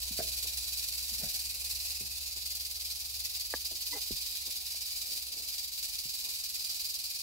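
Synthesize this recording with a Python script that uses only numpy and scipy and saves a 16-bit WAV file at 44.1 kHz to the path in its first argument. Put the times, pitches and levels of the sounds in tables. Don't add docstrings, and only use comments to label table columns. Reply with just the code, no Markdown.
import sys
import numpy as np
from scipy import signal
from scipy.fft import rfft, irfft
from scipy.io import wavfile
from scipy.ndimage import uniform_filter1d

SR = 44100
rng = np.random.default_rng(int(sys.argv[2]) if len(sys.argv) > 2 else 0)


def wrap_up_sound(samples):
    columns = np.atleast_2d(samples).T
    tamed = np.clip(columns, -1, 1)
    steps = np.round(tamed * 32767).astype(np.int16)
    wavfile.write(sys.argv[1], SR, steps)


N = 318402
T = np.arange(N) / SR
FREQS = np.maximum(np.arange(N // 2 + 1) * SR / N, 1)
WALL_T60_S = 0.06


def undb(db):
    return 10 ** (np.asarray(db) / 20)


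def unit(x):
    return x / np.sqrt(np.mean(x ** 2))


def unit_power(response):
    return response / np.sqrt(np.mean(abs(response) ** 2))


def curves(table):
    s, *columns = np.transpose(table)
    return [np.interp(T, s, c) for c in columns]


def colour(points):
    hz, db = np.transpose(points)
    return undb(np.interp(np.log(FREQS), np.log(hz), db))


def resonances(modes):
    return sum(undb(db) / (1 + 1j * hz / width * (FREQS / hz - hz / FREQS)) for hz, width, db in modes)


def through(x, response):
    return irfft(rfft(x) * response, N)


def bandpass(x, order, low_hz, high_hz):
    return signal.sosfilt(signal.butter(order, [low_hz, high_hz], "band", fs=SR, output="sos"), x)


def bump(s, length):
    return np.exp(-(2 * (T - s) / length) ** 2)


def walk(rate_hz):
    return unit(through(rng.standard_normal(N), np.exp(-(FREQS / rate_hz) ** 2) * (FREQS > 1)))


def echoes(x, t60, gap=0.0007):
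    t = T[:SR // 2]
    tail = rng.standard_normal((2, len(t))) * undb(-60 * t / t60) * (t > gap)
    tail /= np.linalg.norm(tail, axis=1)[:, None]
    return signal.fftconvolve(np.atleast_2d(x), tail, axes=1)[:, :N]


def clicks(drive, per_s, spread_db):
    size = undb(spread_db * np.minimum(rng.exponential(size=N), 5))
    return drive * unit((rng.random(N) < per_s / SR) * size * rng.choice([-1, 1], N))


# (time [s], pace [strokes per second])
TAIL_PACE = [(0.0, 19.86), (0.9, 19.29), (1.4, 19.87), (1.6, 18.98), (1.8, 20.64), (2.0, 18.14),
             (2.1, 19.52), (2.4, 22.49), (2.5, 20.02), (3.0, 21.8), (3.1, 19.86), (3.4, 18.3), (3.5, 20.28),
             (3.7, 18.16), (3.8, 19.62), (4.1, 20.99), (4.3, 19.87), (5.1, 19.13), (5.6, 21.57),
             (5.7, 19.14), (6.1, 20.15), (6.4, 19.55), (6.8, 21.0), (7.0, 17.92), (7.1, 21.61)]
# (time [s], level [dB])
TAIL_FORCE = [(0.0, -37.5), (0.7, -37.5), (0.8, -37), (1.4, -37.5), (1.5, -39), (1.8, -37), (2.1, -40),
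              (2.3, -40), (2.5, -39), (2.8, -39.5), (2.9, -38), (3.1, -39.5), (3.2, -38.5), (3.3, -39.3),
              (3.4, -38.5), (3.5, -40), (4.2, -38), (4.7, -39.5), (5.1, -38), (5.3, -41), (5.6, -37),
              (5.7, -42.5), (5.78, -38), (6.1, -39), (6.3, -37), (6.4, -38.5), (6.8, -38), (7.22, -40.3)]


def tail_drive(start_strokes=0.89, bite_at=0.21, catch=0.62, catch_s=0.004):
    swell_db, scatter_db, lead_db = 2.95, 0.9, 0.8
    bite, bite_strokes = 0.58, 0.12
    changes, paces = np.transpose(TAIL_PACE)
    pace = paces[np.searchsorted(changes, T, "right") - 1]
    strokes = start_strokes + np.cumsum(pace) / SR
    angle = 2 * np.pi * strokes
    level_db, = curves(TAIL_FORCE)
    strength_db = scatter_db * rng.uniform(-1.4, 1, N)[strokes.astype(int)]
    swing_db = -swell_db * np.cos(angle)
    direction_db = lead_db * np.tanh(walk(3.6)) * np.sin(angle / 2)
    sweep = undb(level_db + strength_db + swing_db + direction_db)
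    onset = 1 + bite * np.exp(-((strokes - bite_at) % 1) / bite_strokes)
    clumps = (rng.random(N) < 130 / SR) * rng.random(N)
    caught = 1 + catch * signal.lfilter([1], [1, -np.exp(-1 / (catch_s * SR))], clumps)
    caught_share = caught / uniform_filter1d(caught, int(SR / np.mean(paces)))
    return sweep * unit(onset * caught_share)


# (frequency [Hz], level per Hz [dB])
NEAR_COLOUR = [(1000, -25.5), (1500, -25.5), (1950, -18.5), (2450, -9), (3450, -10), (3900, -2), (4750, 0),
               (5650, -4.5), (6300, -7), (8400, -6), (9500, -7.5), (10400, -4), (12300, -6.5), (15500, -7)]
# (frequency [Hz], level per Hz [dB])
FAR_COLOUR = [(1000, -25), (1500, -26), (1950, -20), (2400, -10), (3450, -8.5), (3750, -2.5), (4800, 0.5),
              (5800, -5.5), (7100, -7.5), (9500, -7.5), (10300, -6), (12700, -7), (13500, -8), (15500, -7)]
# (frequency [Hz], width [Hz], level [dB])
RUSTLE_RESONANCES = [(2520, 210, -12), (3994, 38, -10), (4157, 25, -4), (4468, 27, -5), (4715, 40, -5),
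                     (4770, 40, -3.5), (4890, 70, -4.5), (5068, 43, -12), (5450, 54, -12), (6032, 110, -13),
                     (6937, 75, -10), (7138, 86, -7), (7774, 100, -11), (8395, 86, -9), (10720, 40, -8)]
PHONE_PLACES = [0.5, 1.4, 2.0, 2.4, 2.9, 3.4, 4.0, 4.6, 5.2, 5.8, 6.4, 7.0]


def rustle(drive, loose_db=-1.0, gain_db=-1.01, pan_db=-1.14, room_db=-6):
    direct_db, walls_db, scatter_db = -2.8, -4.2, -6.5
    tip = clicks(drive, per_s=7000, spread_db=4.0)
    loose = undb(loose_db) * np.array([clicks(drive, per_s=5000, spread_db=2.5) for _ in range(2)])
    tip_pair = np.array([np.roll(tip, SR // 6300), tip])
    out = undb(direct_db) * (tip_pair + loose)
    out = out + undb(scatter_db) * echoes(clicks(drive, per_s=3000, spread_db=5.5), 0.04)
    for share in np.eye(len(PHONE_PLACES)):
        presence = np.sqrt(np.interp(T, PHONE_PLACES, share))
        out = out + undb(walls_db) * echoes((tip + loose) * presence, WALL_T60_S, gap=.002)
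    darker = colour([(2700, 0), (4200, 0), (8000, -3)])
    out = out + undb(room_db) * through(echoes(tip, 0.27, gap=.012), darker)
    ring = 1 + resonances(RUSTLE_RESONANCES)
    near = through(out, unit_power(ring * colour(NEAR_COLOUR)))
    far = through(out, unit_power(ring * colour(FAR_COLOUR)))
    back = np.interp(T, [1.7, 2.3], [0, 1])
    return (near * (1 - back) + far * back) * undb(gain_db + np.array([[pan_db], [-pan_db]]) / 2)


# (time [s], level [dB], t60 [s])
LOUD_SNAPS = [(0.272, -41, .05), (1.185, -40, .06), (1.752, -40, .06), (1.802, -40, .06), (2.906, -39, .07),
              (3.146, -40.5, .05), (3.6535, -33, .055), (3.7545, -33, .035), (4.259, -37, .06),
              (6.596, -39, .06), (6.795, -38.5, .05)]


def snaps(ring_hz=4850, width_hz=800, walls_db=-6):
    burst = sum(undb(db - 60 * np.maximum(T - s, 0) / t60) * (T >= s) for s, db, t60 in LOUD_SNAPS)
    response = resonances([(ring_hz, width_hz, 0)]) * colour(FAR_COLOUR)
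    ring = through(clicks(burst, per_s=12000, spread_db=1), unit_power(response))
    return ring + undb(walls_db) * echoes(ring, WALL_T60_S)


# (frequency [Hz], width [Hz], level [dB])
DISH_RESONANCES = [(353, 220, -15), (658, 19, -14), (757, 32, 4.5), (980, 92, -6), (1860, 970, -8.5)]


def dish(drive, gain_db=-27, wide_db=-4):
    tilt = colour([(100, 1), (300, 4.5), (1800, -6.0), (4000, 14.5)])
    body = unit(through(clicks(drive, per_s=1500, spread_db=4.5), resonances(DISH_RESONANCES) * tilt))
    drive_rms = np.sqrt(np.mean(drive ** 2))
    return undb(gain_db) * drive_rms * (body + undb(wide_db) * echoes(body, 0.22, gap=0.0026))


# (frequency [Hz], width [Hz], level [dB])
BOX_RESONANCES = [(133, 22, 11), (212.5, 23, 6.5), (345, 22, 0), (420, 35, -7), (647, 59, 4.5)]
# (time [s], level [dB], lowest [Hz], highest [Hz], t60 [s], room send [dB])
BUMPS = [ (0.106, -45, 180, 276, 0.087, -14), (0.189, -33.5, 400, 700, 0.03, 2),
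         (0.190, -44, 100, 420, 0.23, -5.5), (0.202, -29.5, 440, 700, 0.02, -12),
         (1.115, -52, 197, 285, 0.087, -21), (1.19, -54, 190, 280, 0.06, -20),
         (1.229, -41.5, 140, 254, 0.12, -18), (1.236, -48, 525, 740, 0.11, 0),
         (2.009, -49, 100, 420, 0.19, -9), (3.712, -51, 285, 695, 0.1, -0.5),
         (4.107, -27.5, 190, 445, 0.0071, -21), (4.119, -42, 25, 86, 0.13, -17),
         (4.745, -54.5, 500, 1500, 0.03, -6), (6.055, -43, 60, 300, 0.014, -18)]


def knocks(plain_db=-2, push=1.1, side_db=-8, room_t60=0.26):
    dry, sent = np.zeros((2, N)), np.zeros(N)
    t = T[:SR // 2]
    box = irfft(undb(plain_db) + resonances(BOX_RESONANCES), N)[:len(t)]
    for s, db, low_hz, high_hz, t60, room_db in BUMPS:
        contact = rng.standard_normal((2, len(t))) * np.exp(-np.log(1000) * t / t60)
        contact[0, 0] += push * np.linalg.norm(contact[0])
        contact = bandpass(contact, 3, low_hz, high_hz)
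        blow = signal.fftconvolve(contact, box[None], axes=1)[:, :len(t)]
        decay_energy = t60 * SR / (2 * np.log(1000))
        blow *= undb(db) * np.sqrt(decay_energy / np.sum(blow ** 2, axis=1, keepdims=True))
        mid, side = blow
        i = int(s * SR)
        dry[:, i:i + len(t)] += (mid + undb(side_db) * np.array([side, -side]))[:, :N - i]
        sent[i:i + len(t)] += undb(room_db) * mid[:N - i]
    return dry + echoes(sent, room_t60, gap=0.0056)


# (time [s], peak level [dB])
CLACK_CONTACTS = [(3.5325, -43), (3.5383, -22), (3.5425, -39), (3.5485, -39)]
# (frequency [Hz], width [Hz], level [dB])
CLACK_RESONANCES = [(330, 120, -12), (560, 290, 2), (850, 100, -4), (1160, 61, -4), (1700, 210, 3)]


def clack(top_hz=1980, crack_db=-20, room_db=-21):
    contacts = sum(undb(db) * (np.arange(N) == int(s * SR)) for s, db in CLACK_CONTACTS)
    body = bandpass(through(contacts, resonances(CLACK_RESONANCES)), 9, 220, top_hz)
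    crack = bandpass(contacts, 4, 2200, 3500)
    ring = body / np.max(abs(body)) + undb(crack_db) * crack / np.max(abs(crack))
    ring = np.max(contacts) * ring
    return ring + undb(room_db) * echoes(ring, 0.07, gap=.005)


# (time of peak [s], pitch [Hz], level [dB], length [s])
CREAK_TONES = [(3.934, 980, -48.5, 0.015), (3.937, 2000, -45, .02), (3.947, 290, -52, 0.05),
               (3.95, 500, -50.5, 0.027), (3.967, 430, -48.5, 0.021), (3.968, 800, -50, 0.03),
               (3.966, 2060, -54, .035)]


def creak(rough=0.59, room_db=-9):
    out = 0
    for s, hz, db, length in CREAK_TONES:
        tone = np.sqrt(2) * np.sin(2 * np.pi * hz * T + rough * walk(130))
        out = out + undb(db) * bump(s, length) * tone
    return out + undb(room_db) * echoes(out, 0.11)


# (time of peak [s], level [dB], length [s], lowest [Hz], highest [Hz])
SOFT_SCUFFS = [(0.198, -50.5, 0.034, 1320, 2200), (0.453, -57.5, 0.035, 200, 650),
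               (1.233, -55, 0.06, 400, 830), (1.24, -58, 0.06, 990, 2000), (2.368, -61.5, 0.026, 200, 650),
               (3.96, -56, 0.056, 298, 1490), (4.483, -59, 0.04, 179, 640), (5.118, -66, 0.15, 200, 650),
               (5.38, -64.5, 0.2, 200, 640), (6.27, -64.5, 0.091, 250, 850)]


def scuffs(room_db=-8):
    noise, rub = rng.standard_normal(N), 0
    for s, db, length, low_hz, high_hz in SOFT_SCUFFS:
        rub = rub + undb(db) * bump(s, length) * unit(bandpass(noise, 2, low_hz, high_hz))
    return rub + undb(room_db) * echoes(rub, 0.19)


# (time [s], level [dB], pitch [Hz])
MACHINE_HUM = [(0.0, -51, 63.6), (1.3, -56.5, 63.8), (1.8, -55, 66.48), (4.2, -61.5, 67), (5.4, -65, 66.5),
               (7.2, -75, 66.4)]
# (frequency [Hz], level per Hz [dB])
AIR_COLOUR = [(25, -4), (45, 15), (90, 6), (130, -0.5), (200, -12.5), (400, -17), (700, -8.5), (1300, -22),
              (3000, -70), (15000, -34)]
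# (time [s], level [dB])
RUMBLE_LEVEL = [(0, -57.5), (.8, -59.5), (2, -61.5), (3.5, -63), (5.5, -67.5), (7.2, -66)]


def room(waver_db=1, drift=0.25, side_db=-7):
    level_db, hz = curves(MACHINE_HUM)
    air_db, = curves(RUMBLE_LEVEL)
    phase = 2 * np.pi * np.cumsum(hz) / SR + drift * walk(3)
    hum = np.sqrt(2) * np.sin(phase) * undb(level_db + waver_db * walk(12.0))
    mid, side = unit(through(rng.standard_normal((2, N)), colour(AIR_COLOUR)))
    return hum + undb(air_db) * (mid + undb(side_db) * np.array([side, -side]))


def scene():
    drive = tail_drive()
    tail = rustle(drive) + snaps() + dish(drive)
    return tail + knocks() + clack() + creak() + scuffs() + room()


def record(dry):
    return signal.sosfilt(signal.ellip(12, .1, 70, 15750, fs=SR, output="sos"), dry)


dry = scene()
out = record(dry)
wrap_up_sound(out)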